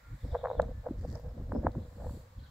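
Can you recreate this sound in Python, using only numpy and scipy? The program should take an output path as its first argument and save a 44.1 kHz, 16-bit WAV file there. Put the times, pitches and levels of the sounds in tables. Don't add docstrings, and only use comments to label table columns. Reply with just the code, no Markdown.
import sys
import numpy as np
from scipy import signal
from scipy.fft import rfft, irfft
from scipy.io import wavfile
from scipy.ndimage import uniform_filter1d

SR = 44100
rng = np.random.default_rng(int(sys.argv[2]) if len(sys.argv) > 2 else 0)


def wav_record(signal):
    frames = np.transpose(np.atleast_2d(signal))
    bounded = np.clip(frames, -1, 1)
    quanta = np.round(bounded * 32767).astype(np.int16)
    wavfile.write(sys.argv[1], SR, quanta)


N = 110250
T, HZ = np.arange(N) / SR, np.fft.rfftfreq(N, 1 / SR)


def amp(db):
    return 10 ** (np.asarray(db) / 20)


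def unit_rms(x):
    return x / np.sqrt(np.mean(x ** 2) + 1e-20)


def colour(points):
    hz, db = np.transpose(points)
    return amp(np.interp(np.log(HZ + 1), np.log(hz), db))


def level(points):
    return amp(np.interp(T, *np.transpose(points)))


def drift(rate_hz):
    return unit_rms(irfft(rfft(rng.standard_normal(N)) * np.exp(-(HZ / rate_hz) ** 2), N))


def noise(gain, coherence):
    mid, side = irfft(rfft(rng.standard_normal((2, N))) * gain, N)
    mid, side = mid * np.sqrt(1 + coherence), side * np.sqrt(1 - coherence)
    return unit_rms(np.array([mid + side, mid - side]))


def eddies(spectrum, coherence, lump_db, lump_hz, span_s):
    pressure = noise(colour(spectrum), coherence) * amp(lump_db * drift(lump_hz))
    size = int(span_s * SR)
    power = uniform_filter1d(uniform_filter1d((pressure ** 2).mean(0), size), size)
    return pressure / np.sqrt(abs(power) + 1e-9)


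# frequency in Hz, relative level in dB.
HISS_SPECTRUM = [(120, -33), (250, -36), (400, -15), (470, -15.5), (700, -12), (1100, -8), (1350, -13),
                 (1800, -14), (2750, -23), (4000, -20.5), (6000, -26.5), (7600, -24), (8800, -34),
                 (11000, -29.5), (12600, -32.5), (13500, -26.5), (15500, -27.5)]
SWISH_SPECTRUM = [(2000, -7), (3200, -8), (4400, 3), (5800, -11), (7700, 4.5), (8700, -12), (11000, -5),
                  (12500, -11), (13600, -3), (16000, -7)]
# centre in seconds, level in dB, Gaussian half width in seconds.
SWISH_WAVES = [(0.24, -72.5, 0.14), (1.918, -75, 0.089), (2.131, -64.5, 0.076)]


def grass():
    hiss = amp(-66) * noise(colour(HISS_SPECTRUM), coherence=0.068)
    waves = sum(amp(db) * np.exp(-.5 * ((T - s) / half) ** 2) for s, db, half in SWISH_WAVES)
    return hiss + waves * noise(colour(SWISH_SPECTRUM), coherence=0.18)


# time in seconds, relative level in dB.
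RUMBLE_LEVELS = [(0.0, -70), (0.14, -40), (0.2, -66), (0.24, -41), (0.28, -44.5), (0.33, -37), (0.35, -53),
                 (0.41, -48.5), (0.5, -50.5), (0.55, -53), (0.58, -37.5), (0.77, -44), (0.79, -40.5),
                 (0.84, -54.5), (0.99, -39), (1.18, -42), (1.2, -54.5), (1.27, -39.5), (1.36, -49),
                 (1.43, -38.5), (1.48, -44.5), (1.51, -34), (1.55, -49), (1.59, -33.5), (1.63, -44),
                 (1.68, -32.5), (1.73, -51.5), (1.77, -38), (1.83, -45), (1.93, -53.5), (2.08, -38),
                 (2.28, -60), (2.35, -58.5), (2.38, -43.5), (2.5, -59)]
BUFFET_LEVELS = [(0, -79), (.15, -52.5), (.21, -78), (.25, -43.5), (.3, -56), (.36, -67), (.55, -71.5),
                 (.58, -47), (.67, -45), (.83, -70.5), (.91, -42), (.95, -55.5), (1.12, -44), (1.21, -65),
                 (1.27, -50.5), (1.3, -64.5), (1.4, -39.5), (1.46, -61), (1.56, -30), (1.62, -45),
                 (1.645, -40.5), (1.68, -35), (1.73, -58), (1.77, -34.5), (1.91, -69), (1.96, -52.5),
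                 (2.18, -47.5), (2.22, -68.5), (2.36, -73), (2.39, -55), (2.5, -75)]
FLUTTER_LEVELS = [(0, -72.5), (.22, -69.5), (.255, -53), (.305, -57), (.33, -45), (.365, -35.5), (.38, -50),
                  (.44, -43), (.51, -42), (.58, -47.5), (.62, -35.5), (.668, -52), (.69, -44.5), (.74, -65),
                  (.82, -66), (.865, -41.5), (.91, -52), (1.02, -64), (1.048, -45), (1.08, -65),
                  (1.16, -43.5), (1.21, -60), (1.26, -47), (1.35, -60.5), (1.39, -48.5), (1.44, -60),
                  (1.5, -53), (1.55, -44), (1.61, -52), (1.665, -34.5), (1.72, -56), (1.76, -49),
                  (1.95, -62), (2.01, -44.5), (2.07, -46.5), (2.12, -53.5), (2.3, -66), (2.5, -71)]
# frequency in Hz, relative level in dB.
RUMBLE_SPECTRUM = [(10, -21.5), (25, -8.5), (42, -3), (57, 0), (85, -4.5), (125, -7.5), (170, -17.5),
                   (260, -39.5), (450, -72), (900, -100)]
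BUFFET_SPECTRUM = [(70, -33), (150, -1.5), (250, 0.5), (340, -10), (430, -14.5), (600, -38), (1200, -80)]
FLUTTER_SPECTRUM = [(300, -50.5), (420, -22.5), (475, 8.5), (650, -2), (900, -11), (1200, -19.5),
                    (1650, -22), (2200, -37), (3200, -71.5)]


def wind():
    rumble = level(RUMBLE_LEVELS) * eddies(RUMBLE_SPECTRUM, 1, lump_db=2.5, lump_hz=25.3, span_s=0.038)
    buffet = level(BUFFET_LEVELS) * eddies(BUFFET_SPECTRUM, 1, lump_db=7, lump_hz=55.4, span_s=0.027)
    fine = eddies(FLUTTER_SPECTRUM, 0.79, lump_db=2.5, lump_hz=110, span_s=0.054)
    flutter = level(FLUTTER_LEVELS) * fine
    return amp(2) * rumble + amp(-1.5) * buffet + amp(-2.5) * flutter


# start and length in seconds, centre pitch in Hz,
# glide as a fraction of that pitch, relative level in dB.
BIRD_CALLS = [(.198, .02, 3600, .15, -67), (.218, .02, 3480, -.22, -67), (.306, .024, 3550, -.2, -57),
              (.373, .022, 3620, .14, -59), (.398, .022, 3530, -.15, -61), (.484, .022, 3750, -.18, -61),
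              (.512, .03, 3800, .1, -60), (.563, .03, 3450, -.18, -60), (.642, .028, 6050, -.1, -73),
              (1.283, .025, 5230, .01, -71), (1.518, .085, 5230, .055, -69.5),
              (2.382, .02, 3250, -.22, -65), (2.394, .014, 4130, -.12, -61), (2.431, .017, 4130, .05, -61),
              (2.448, .028, 3350, -.33, -62), (.0, .15, 1390, -.01, -58.5), (.69, .17, 1745, .01, -65),
              (2.41, .07, 1520, .03, -64)]


def birds(rasp_hz=380, trees_t60_s=.28):
    song = np.zeros(N)
    for start, length, hz, glide, db in BIRD_CALLS:
        progress = np.clip((T - start) / length, 0, 1)
        pitch = hz * (1 + glide * (progress - .5))
        song += amp(db) * np.sin(np.pi * progress) * np.sin(2 * np.pi * np.cumsum(pitch) / SR)
    tail = rng.standard_normal((2, SR // 2)) * np.exp(-np.log(1000) * T[:SR // 2] / trees_t60_s)
    rasp = song * drift(rasp_hz)
    reverb = signal.fftconvolve(rasp[None], tail / np.linalg.norm(tail[0]), axes=1)[:, :N]
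    return amp(-5.5) * song + amp(-4.5) * reverb


# centre and half length in seconds, pitch and half width in Hz,
# level in dB.
HAZE_BANDS = [(.15, .45, 1900, 550, -70), (.3, .08, 4900, 900, -73), (.43, .25, 3750, 550, -72.5),
              (1.83, .05, 3800, 550, -74), (2.44, .08, 4150, 900, -75)]


def far_haze():
    out = np.zeros((2, N))
    for centre, half, hz, width, db in HAZE_BANDS:
        swell = amp(db) * np.exp(-((T - centre) / half) ** 2)
        out += swell * noise(np.exp(-((HZ - hz) / width) ** 2), coherence=0.47)
    return out


# time in seconds, level in dB, dullness in dB per kHz
POP_BURSTS = [(.2495, -37.5, 41, 0.094), (0.3472, -27, 1, 0.48), (0.3516, -19, 2.5, 0.039),
              (0.3576, -24.5, 19, 0.013), (.442, -23.5, 12.5, 0.041), (0.4505, -21, 2, 0.038),
              (.457, -22.5, -35, 0.15), (.4598, -21.5, 15, 0), (0.4713, -27.5, -24.5, 0.086),
              (0.4847, -27, 4, 0), (0.5025, -22.5, 12.5, 0.066), (0.514, -22.5, 8, 0.1),
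              (.5178, -32, 18, 0.13), (0.5331, -35, 14, 0.18), (.553, -32.5, 19.5, 0.16),
              (0.5986, -11.5, -3, 0), (0.6002, -17, 26, 0), (0.6237, -39, 13.5, 0.3),
              (.716, -38, 50.5, 0.0038), (.867, -29, 4, 0), (0.8716, -24, 53, 0.034),
              (0.8873, -35.5, -4, 0.15), (1.0445, -43, 8, 0.27), (1.0509, -29, 31, 0.064),
              (1.197, -40, 18, 0.089), (1.5213, -24.5, -13, 0.36), (1.5512, -28, 24, 0.82),
              (1.558, -30.5, 7, 1), (1.5631, -29.5, 5, 0.95), (1.6336, -30.5, 31, 0.42),
              (1.669, -12, -14.5, 0.35), (1.7525, -37, 5, .1), (2.0228, -38, 37, 0.019), (2.047, -37, 4, 0),
              (2.068, -36.5, 3, 0), (2.096, -41, -20, 0.2)]
# frequency in Hz, relative level in dB.
POP_SPECTRUM = [(30, -10.5), (150, -14), (480, 5), (680, 0.5), (980, -2), (1230, -13.5), (1650, -14),
                (2050, -30), (2700, -51.5), (4200, -79)]


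def pops(cut_hz=468.6, edge_hz=11.5, ring_hz=45, wake_s=0.0035, port_lag_s=.00004, tilt_db=0.47):
    size = 8192
    bins = np.linspace(0, len(HZ) - 1, size // 2 + 1).astype(int)
    hz, t = np.fft.rfftfreq(size, 1 / SR), (np.arange(size) - size // 2) / SR
    edge = .5 + .5 * np.tanh((HZ - cut_hz) / (2 * edge_hz))
    resonance = 1 + 0.81 * np.exp(-abs(HZ - cut_hz) / ring_hz)
    shape, low_cut = colour(POP_SPECTRUM)[bins], (edge * resonance)[bins]
    ports = amp([[tilt_db], [-tilt_db]]) * np.exp(2j * np.pi * hz * [[0], [port_lag_s]])
    impulse = rfft(1. * (t == 0))
    out = np.zeros((2, N))
    for time, db, dull_db, bass in POP_BURSTS:
        cut_share = 1 - bass
        wake = rng.standard_normal(size) * np.exp(-(t / wake_s) ** 2)
        spike = impulse * np.exp(1j * cut_share)
        burst = spike + 0.4 * cut_share * rfft(wake / np.linalg.norm(wake))
        khz = np.minimum(hz / 1000, 3 if dull_db > 0 else 1)
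        response = shape * amp(-dull_db * khz) * (bass + cut_share * low_cut)
        start = round(time * SR) - size // 2
        out[:, start:start + size] += irfft(amp(db) * ports * burst * response / response.mean(), size)
    return out


# centre in seconds, envelope peak in dB, pitch in Hz,
# half length in seconds.
THUMP_PULSES = [(0.252, -34, 55, 0.014), (0.334, -28.5, 64.4, 0.018), (0.585, -27.5, 61.5, 0.01),
                (.912, -25, 270, 0.0029), (1.65, -26, 312, 0.0037), (1.675, -28, 110, 0.0056),
                (1.77, -24, 165, 0.003)]


def thumps():
    return sum(amp(db) * np.exp(-((T - s) / half) ** 2) * np.sin(2 * np.pi * hz * (T - s))
               for s, db, hz, half in THUMP_PULSES)


# centre and half length in seconds, relative level in dB.
SWIRL_GUSTS = [(0.344, 0.019, -53.5), (0.595, 0.0055, -33), (0.626, 0.09, -54.5), (1.565, 0.034, -42.5),
               (1.674, 0.024, -55), (1.815, 0.038, -64)]
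# frequency in Hz, relative level in dB.
SWIRL_SPECTRUM = [(90, -35), (170, -18), (270, 6.5), (400, -1.5), (540, 11), (900, -27), (1600, -67.5)]


def swirls(tilt_db=2):
    strength = sum(amp(db) * np.exp(-((T - s) / half) ** 2) for s, half, db in SWIRL_GUSTS)
    pressure = eddies(SWIRL_SPECTRUM, coherence=-0.8, lump_db=2, lump_hz=60, span_s=0.015)
    return amp([[tilt_db], [-tilt_db]]) * strength * pressure


# start in seconds, relative level in dB, band centre in Hz,
# half width in octaves.
STALK_SNAPS = [(0.6186, -42, 7140, 1), (1.0265, -64.5, 4600, .6), (1.1007, -49.5, 5500, 0.51),
               (1.116, -65, 7500, .6), (1.155, -45, 5250, 0.1), (1.198, -54, 13700, .09),
               (1.528, -59, 10500, 0.4), (1.718, -55, 6000, 0.62)]
# frequency in Hz, relative level in dB.
SNAP_SPECTRUM = [(1500, -9), (3000, 2), (3900, 10.5), (5400, -9), (7600, 0), (9500, -13), (15000, -11.5)]


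def stalks(decay_s=0.0022):
    out, shape = np.zeros((2, N)), colour(SNAP_SPECTRUM)
    for start, db, hz, octaves in STALK_SNAPS:
        band = np.exp(-.5 * (np.log2((HZ + 1) / hz) / octaves) ** 2)
        decay = (T >= start) * np.exp(-abs(T - start) / decay_s)
        out += .5 * amp(db) * decay * noise(shape * band, coherence=0.18)
    return out


# time in seconds, level in dB.
RUSTLE_LEVELS = [(.975, -90), (.985, -67), (1.05, -71.5), (1.105, -61.5), (1.16, -64.5), (1.2, -70.5),
                 (1.28, -87)]
# frequency in Hz, relative level in dB.
RUSTLE_SPECTRUM = [(1000, -23), (1800, 8.5), (2700, -25.5), (3700, -12.5), (4800, 2.5), (6000, -5.5),
                   (7600, -4.5), (9000, -18), (15000, -15.5)]


def rustle():
    grains = eddies(RUSTLE_SPECTRUM, coherence=0.27, lump_db=4.5, lump_hz=300, span_s=0.14)
    return level(RUSTLE_LEVELS) * grains


def scene():
    gusts = wind() + pops() + thumps() + swirls()
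    return gusts + grass() + rustle() + stalks() + birds() + far_haze()


def record(dry):
    low_pass = signal.firwin(511, cutoff=15720, window=("kaiser", 9), fs=SR)
    return signal.oaconvolve(dry, low_pass[None], "same")


dry = scene()
out = record(dry)
wav_record(out)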